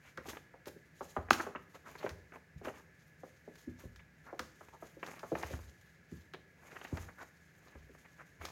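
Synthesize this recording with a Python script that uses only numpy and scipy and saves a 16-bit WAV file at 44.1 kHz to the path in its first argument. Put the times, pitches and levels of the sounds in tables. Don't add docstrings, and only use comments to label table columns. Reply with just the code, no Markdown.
import sys
import numpy as np
from scipy import signal
from scipy.fft import rfft, irfft
from scipy.io import wavfile

SR = 44100
rng = np.random.default_rng(int(sys.argv[2]) if len(sys.argv) > 2 else 0)


def transcribe(u):
    v = np.clip(np.atleast_2d(u).T, -1, 1)
    q = np.round(v * 32767).astype(np.int16)
    wavfile.write(sys.argv[1], SR, q)


N = 375291

# (relative, per Hz)
WHIR_SPECTRUM = [(35, -53.5), (60, -1), (125, -4.5), (160, 4.5), (205, -9), (500, -13.5), (1100, -24),
                 (1560, -13), (1700, -4), (1830, -14.5), (2050, -12), (3200, -30), (6800, -31.5),
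                 (8500, -39.5)]
# peak_s, length_s, level_db
FUR_SWISHES = [(.05, 0.1, -70.5), (.295, 0.027, -49), (.673, .02, -54.5), (1.06, 0.19, -63),
               (1.325, 0.038, -46), (2.0, 0.21, -69), (3.0, .11, -80.5), (3.36, 0.43, -80),
               (3.59, 0.073, -67), (3.82, 0.059, -65), (4.255, 0.048, -71), (4.52, 0.33, -72),
               (4.84, 0.1, -64.5), (5.36, 0.41, -63.5), (5.88, 0.11, -75.5), (6.14, 0.12, -67.5),
               (6.72, 0.15, -72), (7.215, 0.075, -64.5), (7.45, 0.29, -78), (8.02, 0.57, -75)]
# peak_s, length_s, level_db
PAD_SCUFFS = [(0.292, 0.1, -57.5), (0.673, 0.022, -55.5), (1.41, 0.069, -50.5), (1.752, 0.025, -57),
              (1.887, 0.077, -58), (2.038, 0.09, -54), (2.347, 0.031, -58), (2.663, 0.05, -50),
              (2.759, 0.051, -61.5), (3.806, 0.054, -62.5), (5.083, 0.13, -53.5), (5.445, 0.17, -52.5),
              (6.771, 0.35, -58), (6.998, 0.096, -59), (7.672, 0.14, -66.5), (8.438, 0.071, -51)]
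# pitch_hz, level_db
FUR_SPECTRUM = [(2500, -1), (5500, -4), (6700, 1), (8200, -11.5), (13000, -7.5), (16000, -17.5)]
# pitch_hz, level_db
RUB_SPECTRUM = [(100, -3), (350, 4), (2400, -1), (3500, -21), (7000, -74)]
# middle_s, length_s, level_db, pitch_hz
PAD_SCRAPES = [(0.069, 0.038, -60.5, 2300), (1.403, 0.0066, -32, 1366), (1.866, 0.019, -54, 1300),
               (1.992, 0.01, -57.5, 4400), (2.013, 0.008, -54, 2060), (2.343, 0.0073, -56, 1170),
               (4.0, 0.0075, -57, 2120), (4.286, 0.027, -53.5, 1393), (4.746, 0.017, -54.5, 930),
               (6.766, 0.0072, -45, 1890), (7.093, 0.0097, -50.5, 1480), (7.214, 0.028, -49, 1480),
               (8.057, 0.0082, -56.5, 1900), (8.207, 0.019, -52, 1600)]
# start_s, level_db (peak)
CLAW_CATCHES = [(.174, -42.5), (.287, -38), (0.657, -46), (0.681, -39), (1.3056, -18.5), (1.331, -22.5),
                (2.092, -35), (2.648, -46), (3.556, -48.5), (3.96, -47), (4.3929, -28.5), (5.064, -38.5),
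                (5.193, -43.5), (5.428, -37.5), (6.336, -45), (6.848, -46), (6.971, -40), (8.452, -28.5),
                (8.487, -43)]
# pitch_hz, level_db
CLAW_SPECTRUM = [(500, -18), (1500, 6.5), (2500, -2.5), (5000, -3), (6600, -6.5), (8000, -16),
                 (15000, -19.5)]
# attack_s (arrival of
# the chirp's top), level_db (relative), hardness_hz (of the contact)
PAW_LANDINGS = [(0.176, -36, 1690), (0.257, -38.5, 920), (0.284, -42, 398), (0.541, -43.5, 824),
                (0.671, -38, 563), (0.764, -48.5, 400), (1.009, -29, 882), (1.166, -20.5, 935),
                (1.312, -29.5, 328), (1.398, -42, 1220), (1.467, -30, 860), (1.551, -31.5, 1214),
                (2.043, -27.5, 600), (2.615, -42, 670), (2.673, -29.5, 750), (3.235, -36, 760),
                (3.479, -39, 536), (3.678, -37.5, 284), (3.839, -45.5, 420), (4.329, -33, 750),
                (4.395, -31, 1410), (4.61, -41, 1050), (4.825, -35.5, 884), (4.97, -45.5, 507),
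                (5.232, -31, 1000), (5.32, -24, 595), (5.355, -30, 946), (5.509, -38.5, 557),
                (6.124, -39.5, 257), (6.34, -41, 618), (6.927, -36, 613), (7.753, -49, 440),
                (7.896, -51.5, 420)]
# pitch_hz, level_db
FLOOR_SPECTRUM = [(90, 5.5), (150, -1.5), (210, -4), (300, 2.5), (400, -1), (650, -2.5), (830, -11),
                  (1300, 1)]
# pitch_hz, level_db (relative)
FLOOR_RESONANCES = [(112, -5), (161, -7), (232, 1.5), (380, 1), (530, 0.5), (824, 5)]
# start_s, level_db (peak), hardness_hz (of the contact)
TOE_RAPS = [(.332, -41, 2110), (.369, -36, 3150), (1.286, -39.5, 2340), (1.559, -31, 2730),
            (1.952, -37, 2250), (2.029, -37.5, 2950), (2.063, -28, 2400), (2.321, -44, 2430),
            (2.358, -40, 2460), (2.683, -35, 2810), (4.685, -48.5, 2660), (5.029, -29.5, 2580),
            (5.137, -48, 2320), (5.352, -29, 2350), (5.433, -26, 2500), (5.536, -36.5, 1940),
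            (6.337, -39, 4160), (6.346, -38, 3900), (6.814, -38, 3030), (6.849, -34.5, 2980),
            (6.971, -34, 2240), (7.752, -47.5, 2200), (7.949, -46.5, 2150)]
# attack_s (arrival of the chirp's top), level_db (relative)
BODY_FALLS = [(1.184, -44), (2.117, -49), (2.563, -44.5), (3.855, -45), (5.446, -46), (5.535, -38),
              (6.929, -33.5), (7.764, -53.5), (8.41, -52.5)]
# start_s, level_db, hardness_hz (of the contact)
TUNNEL_KNOCKS = [(1.3085, -6.2, 2600), (1.3343, -31, 4500), (8.4525, -37, 9000)]
# pitch_hz, level_db, t60_s
TUNNEL_MODES = [(829, -13, .026), (1270, 0, .011), (1500, -1.5, .008), (1950, -13, .008),
                (2580, -6.5, .008), (3900, -18, .009), (6510, -14, .011)]
# pitch_hz, t60_s
ROOM_DECAY = [(80, .58), (1200, .52), (2500, .42), (14000, .35)]
# pitch_hz, level_db
ROOM_LEVEL = [(70, -4), (300, -8), (1300, -17), (2300, -12), (7000, -4.5)]

WHIR_DB = -63.5
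FUR_UNDER_PADS_DB = -7.5
SCRAPE_Q, SCRAPE_NOTE_DB = 19, -7.5
BLOW_SIZE = 16384
TRAVEL_MS = 6.55
PAD_SLOPE_DB, PAD_BROADENING_DB = 6, 6.5
ROLL_S, ROLL_DB = 0.004526, -1.5
THUMP_HZ, THUMP_AT_DB, THUMP_DB_PER_OCTAVE = 264, -35.5, 13
THUMP_SLOPE_DB = -3.5
CUTOFF_HZ = 15900


def from_db(db):
    return 10 ** (np.asarray(db) / 20)


def rms_one(x):
    return x / np.sqrt(np.mean(x ** 2) + 1e-20)


def at_hz(points, hz):
    table = np.array(points)
    return np.interp(np.log(np.maximum(hz, 1)), np.log(table[:, 0]), table[:, 1])


def coloured(x, spectrum):
    hz = np.fft.rfftfreq(len(x), 1 / SR)
    return irfft(rfft(x) * from_db(at_hz(spectrum, hz)), len(x))


def octave_weight(hz, centre):
    return np.maximum(1 - np.abs(np.log2(hz / centre)), 0)


def add(out, sound, start_s):
    i = int(round(start_s * SR))
    sound, i = sound[max(-i, 0):], max(i, 0)
    out[i:i + len(sound)] += sound[:max(N - i, 0)]


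def dying_noise(t60, size):
    noise = rng.standard_normal(size) * from_db(-60 * np.arange(size) / SR / t60)
    return noise / np.linalg.norm(noise)


def drift(rate_hz):
    knots = rng.standard_normal(int(rate_hz * N / SR) + 2)
    return rms_one(np.interp(np.arange(N) / SR * rate_hz, np.arange(len(knots)), knots))


def whir():
    return from_db(WHIR_DB) * rms_one(coloured(rng.standard_normal(N), WHIR_SPECTRUM))


def strokes(rows, rise_share=0.58):
    t = np.arange(N) / SR
    strength = np.zeros(N)
    for peak, length, db in rows:
        distance = (t - peak) / length / np.where(t < peak, rise_share, 1)
        strength += from_db(db) * np.exp(-np.minimum(2 * distance ** 2, 20))
    return strength


def friction(spectrum, smooth):
    hz, out = np.maximum(np.fft.rfftfreq(N, 1 / SR), 1), 0
    slipping = rng.random(N) < 200 / SR
    pressure = drift(70)
    for centre in 250 * 2 ** np.arange(7):
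        slips = rms_one(slipping * rng.standard_normal(N))
        strength = from_db(2.5 * (pressure + drift(60)))
        grain = (slips + smooth * rng.standard_normal(N)) * strength
        out = out + rfft(grain) * np.sqrt(octave_weight(hz, centre))
    return rms_one(coloured(irfft(out, N), spectrum))


def scuffling(idle_fur_db=-87, idle_swing_db=6.5):
    pads = strokes(PAD_SCUFFS)
    idle_fur = from_db(idle_fur_db + idle_swing_db * drift(24))
    fur = np.hypot(strokes(FUR_SWISHES), from_db(FUR_UNDER_PADS_DB) * pads) + idle_fur
    return pads * friction(RUB_SPECTRUM, smooth=0.99) + fur * friction(FUR_SPECTRUM, smooth=1.9)


def board_band(x, top_hz, bottom_share):
    x = signal.sosfilt(signal.butter(6, top_hz, fs=SR, output="sos"), x)
    return signal.sosfilt(signal.butter(2, top_hz * bottom_share, "high", fs=SR, output="sos"), x)


def scrapes(top_over_note=1.314, bottom_share=0.16, grain_db=3, size=BLOW_SIZE):
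    out, t = np.zeros(N), (np.arange(size) - size / 2) / SR
    for middle, length, db, hz in PAD_SCRAPES:
        swell = np.exp(-(t / length) ** 2)
        grain = np.repeat(rng.standard_normal(size // 64), 64)
        slips = rng.standard_normal(size) * swell * from_db(grain_db * grain)
        rasp = board_band(slips, top_over_note * hz, bottom_share)
        note = signal.lfilter(*signal.iirpeak(hz, SCRAPE_Q, fs=SR), rasp)
        sound = rms_one(rasp) + from_db(SCRAPE_NOTE_DB) * rms_one(note)
        swell_rms = np.sqrt(np.mean(swell ** 2))
        add(out, from_db(db) * rms_one(sound) * swell_rms, middle + t[0])
    return out


def claws(t60=0.03, size=BLOW_SIZE):
    out = np.zeros(N)
    for s, db in CLAW_CATCHES:
        burst = rfft(dying_noise(t60, size))
        flat_burst = irfft(burst / np.abs(burst))
        crack = coloured(flat_burst, CLAW_SPECTRUM)[:size // 2]
        add(out, from_db(db) * crack / np.abs(crack).max(), s)
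    return out


def floor_ring(hz, sharpness=18, ring_db=-4, spread_db=4, detune=0.035):
    response = 0
    chances = rng.standard_normal((len(FLOOR_RESONANCES), 2))
    for (mode_hz, db), (force, shift) in zip(FLOOR_RESONANCES, chances):
        offset = hz / (mode_hz * np.exp(detune * shift)) - 1
        strength = from_db(db + ring_db + spread_db * force)
        response = response + strength / (1 + 2j * sharpness * offset)
    return 2 * response


def footfall(hard_hz, slope_db, travel_ms, toes=0.8, toes_t60=0.033, scatter=0.82, scatter_t60=0.17,
             lowest_hz=60, sway_db=-22, sway_hz=100, size=BLOW_SIZE):
    hz = np.maximum(np.fft.rfftfreq(size, 1 / SR), 1)
    contact = from_db(slope_db * np.log2(hz / hard_hz)) / np.sqrt(1 + (hz / hard_hz) ** 10)
    radiation = 1 / np.sqrt(1 + (lowest_hz / hz) ** 10)
    sway = from_db(sway_db) * np.max(contact * radiation) / (1 + (hz / sway_hz) ** 2)
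    bending_hz = np.minimum(hz, hard_hz)
    root_cycles = 2 * np.sqrt(1000 * bending_hz) - bending_hz * np.sqrt(1000 / hard_hz)
    cycles = travel_ms / 1000 * root_cycles
    wave = (contact + sway) * radiation * np.exp(-2j * np.pi * cycles)
    roughness = toes * rfft(dying_noise(toes_t60, size)) * hz / (hz + hard_hz / 4)
    tail = scatter * rfft(dying_noise(scatter_t60, size))
    rough = wave * (1 + floor_ring(hz) + roughness + tail)
    rough = rough * np.linalg.norm(wave) / np.linalg.norm(rough)
    return np.roll(irfft(rough), size // 2) / np.abs(irfft(wave)).max()


def paws(level_db=3.0, roll_spread=0.35):
    out = np.zeros(N)
    for attack, db, hard_hz in PAW_LANDINGS:
        slope_db = min(PAD_SLOPE_DB - PAD_BROADENING_DB * np.log2(hard_hz / 1000), PAD_SLOPE_DB)
        pad = footfall(hard_hz, slope_db, TRAVEL_MS)
        toes = footfall(hard_hz, slope_db, TRAVEL_MS)
        start = attack - len(pad) / 2 / SR
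        roll = ROLL_S * (1 + roll_spread * rng.uniform(-1, 1))
        add(out, from_db(db + level_db) * pad, start)
        add(out, from_db(db + level_db + ROLL_DB) * toes, start + roll)
    return coloured(out, FLOOR_SPECTRUM)


def tap(hard_hz, t60, bottom_share=0.11, tilt_hz=1500):
    burst = signal.lfilter(*signal.butter(1, tilt_hz, fs=SR), dying_noise(t60, BLOW_SIZE))
    sound = board_band(burst, hard_hz, bottom_share)
    return sound / np.abs(sound).max()


def patter(over_stroke_db=5.0, spread_db=5, hard_hz=1800, t60=0.022, count=12):
    out = np.zeros(N)
    for peak, length, db in PAD_SCUFFS:
        for when, force, hardness in rng.uniform(-0.83, 1, (count, 3)):
            tick = tap(hard_hz * 2 ** hardness, t60)
            start = peak + length * max(when, when / 2)
            add(out, from_db(db + over_stroke_db + spread_db * force) * tick, start)
    return out


def raps(t60=0.042):
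    out = np.zeros(N)
    for s, db, hard_hz in TOE_RAPS:
        add(out, from_db(db) * tap(hard_hz, t60), s)
    return out


def bodies(level_db=1.5, travel_ms=7.75):
    out = np.zeros(N)
    for attack, db in BODY_FALLS:
        hard_hz = THUMP_HZ * 2 ** ((db - THUMP_AT_DB) / THUMP_DB_PER_OCTAVE)
        thud = footfall(hard_hz, THUMP_SLOPE_DB, travel_ms)
        add(out, from_db(db + level_db) * thud, attack - len(thud) / 2 / SR)
    return coloured(out, FLOOR_SPECTRUM)


def tunnel(lowest_hz=620, size=BLOW_SIZE):
    out, t = np.zeros(N), np.arange(size) / SR
    ring = np.zeros(size)
    for hz, db, t60 in TUNNEL_MODES:
        ring += from_db(db - 60 * t / t60) * np.sin(2 * np.pi * hz * t)
    ring = signal.lfilter(*signal.butter(2, lowest_hz, "high", fs=SR), ring)
    for s, db, hard_hz in TUNNEL_KNOCKS:
        contact = signal.butter(1, hard_hz, fs=SR)
        add(out, from_db(db) * signal.lfilter(*contact, ring), s)
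    return out


def room(x, first_echo_s=0.0029, size=32768):
    hz, t = np.maximum(np.fft.rfftfreq(size, 1 / SR), 1), np.arange(size) / SR
    white, response = rfft(rng.standard_normal(size)), 0
    onset = np.clip(t / first_echo_s - 1, 0, 1)
    for centre in 62.5 * 2 ** np.arange(9):
        band = irfft(white * octave_weight(hz, centre))
        decay = from_db(-60 * t / at_hz(ROOM_DECAY, centre)) * onset
        level = from_db(at_hz(ROOM_LEVEL, centre))
        response = response + band * decay / np.linalg.norm(decay) * level
    return signal.fftconvolve(x, response)[:N]


def scene():
    play = scuffling() + scrapes() + claws() + paws() + patter() + raps() + bodies() + tunnel()
    return (play + room(play) + whir())[None]


def record(dry):
    return signal.sosfilt(signal.ellip(10, .2, 80, CUTOFF_HZ, fs=SR, output="sos"), dry)


dry = scene()
out = record(dry)
transcribe(out)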